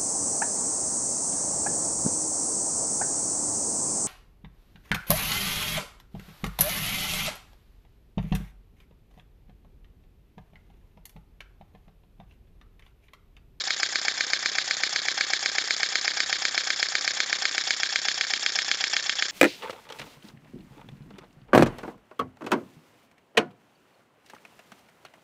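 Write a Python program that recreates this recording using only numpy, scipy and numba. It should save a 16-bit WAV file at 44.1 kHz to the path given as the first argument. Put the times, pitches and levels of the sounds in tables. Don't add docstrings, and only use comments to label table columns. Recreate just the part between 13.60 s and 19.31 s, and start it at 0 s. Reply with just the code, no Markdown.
import sys
import numpy as np
from scipy import signal
from scipy.fft import rfft, irfft, next_fast_len
from scipy.io import wavfile
from scipy.ndimage import uniform_filter1d
from numba import njit

SR = 44100
rng = np.random.default_rng(int(sys.argv[2]) if len(sys.argv) > 2 else 0)


def elevation(decibels):
    levels = np.asarray(decibels, float)
    return 10 ** (levels / 20)


def store_pcm(level_fs):
    pcm = np.round(np.clip(level_fs, -1, 1) * 32767).astype(np.int16)
    wavfile.write(sys.argv[1], SR, np.atleast_2d(pcm).T)


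N = 251811

# time_s, turns_done
CRANK = [(.1054, 0), (.7332, 5), (1.3602, 10), (1.484, 11), (1.8592, 14), (2.355, 18), (2.4784, 19),
         (2.8519, 22), (3.1032, 24), (3.477, 27), (3.8533, 30), (4.1063, 32), (5.3656, 42), (5.6233, 44)]
# time_s, nearness_db, bearing (0 facing the wheel, 1 facing the cylinder)
CAMERA = [
    (0, 0.47, 0.11),
    (1.199, 0.56, 0.031),
    (2.402, 0.85, 0.18),
    (3.499, 0.5, 0.34),
    (4.6, 0.25, 0.59),
    (5.71, 0.05, 0.74),
]

# base_db, plate_db, cylinder_db, wheel_db, rattle_ms
KNOCK = [
    (10.5, 11.5, 17.6, 23.5, 0.1),
    (-19.5, -7.5, 15.6, 8, 0.84),
    (0.5, 1, 5.4, 4, 0.19),
    (-3.5, -7, 7.8, 13.5, 0.57),
]
KNOCK_DELAY_MS = [.4, 2.0, 3.8, 5.3]
KNOCK_LOOSE = [.12, .3, .5, .8]
KNOCK_SPREAD_MS = [0, .02, .12, .2]
# base_db, plate_db, cylinder_db, wheel_db
KNOCK_BEARING_DB = [0, 0, 4, -2]

# base_db, plate_db, cylinder_db, wheel_db, rattle_ms
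QUARTER_TAPS = [(-30, -39, -10.5, -17, 0.81), (-9.5, -16, -19, -19, 1.2), (-2.5, -25, -14, -9.5, 0.43),
                (-36.5, -19.5, -22, -14.5, 0.79)]
HALF_TAPS = [(-5.5, -23, -23.5, -16.5, 3), (-1.5, -28, -28.5, -10.5, 0.93), (-19.5, -22.5, -32, -14.5, 3.3),
             (-29, -40.5, -11.5, -13.5, 4.1)]
THREE_QUARTER_TAPS = [(-25, -30, -9, -20.5, 3.9), (-11, -18, -12.5, -8.5, 1.5), (-32.5, -18, -9.5, -7, 4),
                      (-31.5, -14, -11.5, -13, 3.2), (-18.5, -31, -30, -20, 2.8),
                      (-28, -23.5, -32, -36.5, 0.57)]
TAP_SHARES = [
    [.195, .238, .252, .312],
    [.455, .468, .506, .575],
    [.705, .745, .775, .812, .868, .922],
]
STROKE_DB = [-0.2, -1.5, -0.76]
STROKE_SCATTER_DB = [0.1, 1.3, 1.3]

# pitch_hz, level_db, t60_s, first_swing_side
BASE = [(370, -33, 0.014, -1), (624, -34.5, 0.013, -1)]
PLATE = [(1560, -15, .012, -1), (1880, -21.5, .012, 1), (2220, -10.5, .011, 1), (2500, -28, .016, -1)]
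CYLINDER = [(2756, -26.5, 0.018, -1), (3038, -24.5, 0.01, 1), (3377, -20, 0.019, -1)]
WHEEL = [(1326, -25, 0.0091, -1), (4170, -31.5, 0.019, 1), (4529, -16.5, 0.0084, 1), (5192, -19, 0.017, -1),
         (6110, -22, 0.0082, 1), (6710, -24.5, 0.011, -1), (7234, -32.5, 0.014, 1)]
HOLLOW = [(735, -42, 0.024, 1), (789, -31.5, 0.033, 1)]
ROD_LOW = [(1787, -25, 0.0089, 1)]
ROD_HIGH = [(5330, -29.5, 0.019, 1), (5470, -25, 0.0088, -1)]
PARTS = (BASE, PLATE, CYLINDER, WHEEL, HOLLOW, ROD_LOW, ROD_HIGH)
# pitch_hz, level_db, t60_s, first_swing_side, part_number
FRAME = [(*mode, part) for part, modes in enumerate(PARTS) for mode in modes]
PART_DB = [.4, 1.09, 0.25, 1.8, 2, 1.9, 3]
PART_BEARING_DB = [-1.14, -0.35, 5, 0.95, 0, 5.5, 3.94]

# opens_share of turn, opening_share, stays_open_share, dies_db per turn
EXHAUST = (0.888, 0.017, 0.42, 143)
INLET = (0.4205, 0.066, .37, 320)
# jet_db, pipe_db, pipe_hz at opening, fall_hz per turn, pipe_lag_share (added to
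# opening_share; the inlet's negative sum keeps its pipe nearly shut), sag_db per turn (negative rises)
EXHAUST_AIR = (-35.5, -28.5, 4450, 1500, .07, 8)
INLET_AIR = (-33.5, -31, 3751, 701.5, -1.9, -28)
AIR_DB = [4, 4, 1]
AIR_BEARING_DB = [-0.2, -4.5, 1.3]
# freq_hz, level_db
JET = [(300, -25), (700, -28.5), (1000, -31), (1700, 5.5), (2200, 0.5), (2800, -7), (3500, 4.5), (5200, -7),
       (5800, -6.5), (6900, 1.5), (7600, -7)]

# freq_hz, level_db
SHOP = [(15, -60.5), (25, -50), (118, -11.5), (241, -14), (328, -8), (484, -10.5), (534, 1.5), (598, -24.5),
        (775, -5), (941, -6), (1200, 1.5), (1560, -22), (2640, -120)]

# freq_hz, level_db
MIC_BASS = [(20, -35), (60, 3), (150, 0), (400, 0)]
# freq_hz, level_db
CAMERA_TOP = [(7300, -3), (7600, -1.5), (7780, -13), (8000, -20)]
# freq_hz, width_hz
CAMERA_NOTCHES = [(3935, 40), (5220, 40), (5905, 40), (7870, 60)]
# freq_hz, level_db
MIRROR_LEAK = [(7600, -3), (8000, -13.5), (8500, -17.5), (8800, -29), (9100, -44.5), (9500, -62)]


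def mechanism():
    turn_s = turns()
    force = np.zeros((len(FRAME), N + SR))
    crank_knock(force, turn_s)
    linkage_taps(force, turn_s)
    out = 0
    for push, (hz, db, t60, side, _) in zip(force, FRAME):
        pole = np.exp(2j * np.pi * hz / SR - np.log(1000) / (t60 * SR))
        ring = signal.lfilter([1], [1, -pole], push[:N]).imag
        out = out + np.sign(side) * elevation(db) * ring
    return signal.sosfilt(signal.butter(2, 220, "high", fs=SR, output="sos"), out)


def turns():
    s, done = np.transpose(CRANK)
    s = np.interp(np.arange(done[-1] + 1), done, s)
    return np.r_[2 * s[0] - s[1], s, 2 * s[-1] - s[-2]]


def crank_knock(force, turn_s):
    treble_db = -11 + 0.6 * rng.standard_normal(len(turn_s))
    treble_db = np.outer(treble_db, [0, 0, 1, 1])
    view_db = np.outer(bearing_at(turn_s), KNOCK_BEARING_DB)
    for delay_ms, loose, spread_ms, blow in zip(KNOCK_DELAY_MS, KNOCK_LOOSE, KNOCK_SPREAD_MS, KNOCK):
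        *parts_db, rattle_ms = blow
        db = -8.5 + np.array(parts_db) + treble_db + view_db
        strike(force, turn_s + delay_ms / 1000, db, rattle_ms, loose, hollow_db=-8, rod_db=-14,
               jitter_ms=spread_ms, scatter_db=.35, colour_db=1.1)


def linkage_taps(force, turn_s):
    period = np.diff(turn_s)
    groups = (QUARTER_TAPS, HALF_TAPS, THREE_QUARTER_TAPS)
    hollow = (-14, -10, 11)
    for shares, group, level_db, spread_db, hollow_db in zip(
            TAP_SHARES, groups, STROKE_DB, STROKE_SCATTER_DB, hollow):
        stroke_db = level_db + spread_db * rng.standard_normal(len(period))
        for share, (*parts_db, rattle_ms) in zip(shares, group):
            db = stroke_db[:, None] + parts_db
            strike(force, turn_s[:-1] + share * period, db, rattle_ms, loose=1.1, hollow_db=hollow_db,
                   rod_db=5.5, jitter_ms=.25, scatter_db=.7, colour_db=.9)


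def strike(force, at_s, parts_db, rattle_ms, loose, hollow_db, rod_db, jitter_ms, scatter_db, colour_db):
    span = np.arange(400)
    count = len(at_s)
    late_s = jitter_ms / 1000 * rng.standard_normal(count)
    start = np.round((at_s + late_s) * SR).astype(int)

    habit = rng.standard_normal(len(span))
    fresh = rng.standard_normal((count, len(span)))
    length = max(rattle_ms, .02) * SR / 1000
    fade = np.exp(-span / length) / np.sqrt(length / 2)
    rattle = loose * (.6 * habit + .8 * fresh) * fade

    parts_db = np.column_stack([parts_db, parts_db[:, 0] + hollow_db, parts_db[:, [1, 3]] + rod_db])
    parts_db = parts_db + 2 * seen(at_s, PART_DB, PART_BEARING_DB)
    strength_db = scatter_db * rng.standard_normal(count)
    for m, (*_, part) in enumerate(FRAME):
        size = elevation(parts_db[:, part] + strength_db + colour_db * rng.standard_normal(count))
        blow = (span == 0) + (.12 if part in (0, 4) else 1) * rattle
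        force[m, start[:, None] + span] += size[:, None] * blow


def air():
    t, turn_s = np.arange(N) / SR, turns()
    share = np.interp(t, turn_s, np.arange(len(turn_s))) % 1
    jet_out, pipe_out, out_hz = port(share, *EXHAUST, *EXHAUST_AIR)
    jet_in, pipe_in, in_hz = port(share, *INLET, *INLET_AIR)
    jet_db = 10 * np.log10(jet_out + jet_in)
    pipe_db = 10 * np.log10(pipe_out + pipe_in)
    pipe_hz = (pipe_out * out_hz + pipe_in * in_hz) / (pipe_out + pipe_in)
    view_jet_db, view_pipe_db, view_treble_db = seen(t, AIR_DB, AIR_BEARING_DB).T

    jet = unit(colour(rng.standard_normal(N), JET))
    treble = colour(jet, [(4800, -41.0), (5800, 6.5)])
    body = (jet - treble) * elevation(0.95 * walk(300))
    jet = body + treble * elevation(view_treble_db + 0.73 * walk(300))

    pipe = sweep(rng.standard_normal(N), pipe_hz * (1 + 0.0089 * walk(45)), 1500.0)
    pipe = unit(sweep(pipe, pipe_hz, 1500.0)) * elevation(0.56 * walk(200))

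    flow_db = 0.28 * walk(30)
    return jet * elevation(jet_db + view_jet_db + flow_db) + pipe * elevation(pipe_db + view_pipe_db + flow_db)


def port(share, opens, opening, stays, dies_db, jet_db, pipe_db, hz, fall_hz, lag, sag_db):
    shut_db = -27
    since = (share - opens) % 1
    after_db = -dies_db * np.maximum(since - stays, 0)
    jet_open_db = shut_db * np.maximum(1 - since / opening, 0)
    pipe_open_db = shut_db * np.maximum(1 - since / (opening + lag), 0)
    jet_db = jet_db + after_db + jet_open_db
    pipe_db = pipe_db + after_db + pipe_open_db - sag_db * np.minimum(since, stays)
    return elevation(2 * jet_db), elevation(2 * pipe_db), hz - fall_hz * since


@njit
def sweep(x, hz, width):
    y, band, low = np.empty(len(x)), 0., 0.
    for i in range(len(x)):
        g, k = np.tan(np.pi * hz[i] / SR), width / hz[i]
        v = (band + g * (x[i] - low)) / (1 + g * (g + k))
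        band = 2 * v - band
        low = low + 2 * g * v
        y[i] = k * v
    return y


def bearing_at(t):
    s, _, bearing = np.transpose(CAMERA)
    return np.interp(t, s, bearing)


def seen(t, db, bearing_db):
    s, near_db, _ = np.transpose(CAMERA)
    return np.interp(t, s, near_db)[:, None] + db + np.outer(bearing_at(t), bearing_db)


def room(engine):
    t60_s, level_db = 0.65, -17.5
    t = np.arange(SR // 4) / SR
    tail = rng.standard_normal(len(t)) * elevation(-60 * t / t60_s) * (t > .003)
    tail *= elevation(level_db) / np.sqrt(np.sum(tail ** 2))
    return signal.fftconvolve(engine, tail)[:N]


def shop():
    level_db = -46.5 + walk(2) - 1.5 * bearing_at(np.arange(N) / SR)
    return unit(colour(rng.standard_normal(N), SHOP)) * elevation(level_db)


def colour(x, points):
    size = next_fast_len(len(x))
    hz, db = np.transpose(points)
    axis = np.log(np.fft.rfftfreq(size, 1 / SR) + 1)
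    gain = elevation(np.interp(axis, np.log(hz), db))
    return irfft(rfft(x, size) * gain, size)[:len(x)]


def unit(x):
    return x / np.sqrt(np.mean(x ** 2))


def walk(rate):
    k = int(SR / rate)
    held = np.repeat(rng.standard_normal(N // k + 1), k)
    return unit(uniform_filter1d(uniform_filter1d(held, k), k)[:N])


def scene():
    engine = mechanism() + air()
    return (engine + room(engine) + shop())[None]


def low_pass(x):
    return signal.sosfilt(signal.butter(12, 9020, fs=SR, output="sos"), x)


def record(dry):
    camera_sr, peak = 16000, 0.89
    edge = camera_sr / 2
    x = colour(dry[0], MIC_BASS + CAMERA_TOP + [(edge + 1, -120)])
    x = peak * np.tanh(x / peak)
    x = colour(x, [(20, -22), (90, 0), (edge, 0), (edge + 1, -120)])
    for hz, width in CAMERA_NOTCHES:
        x = signal.lfilter(*signal.iirnotch(hz, hz / width, SR), x)
    mirror = 2 * x * np.cos(2 * np.pi * camera_sr * np.arange(N) / SR)
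    x = signal.lfilter(*signal.iirnotch(edge, 400, SR), x + mirror)
    x = colour(x, MIRROR_LEAK + [(10500, -90)])
    return low_pass(x[None])


dry = scene()
out = record(dry)
store_pcm(out)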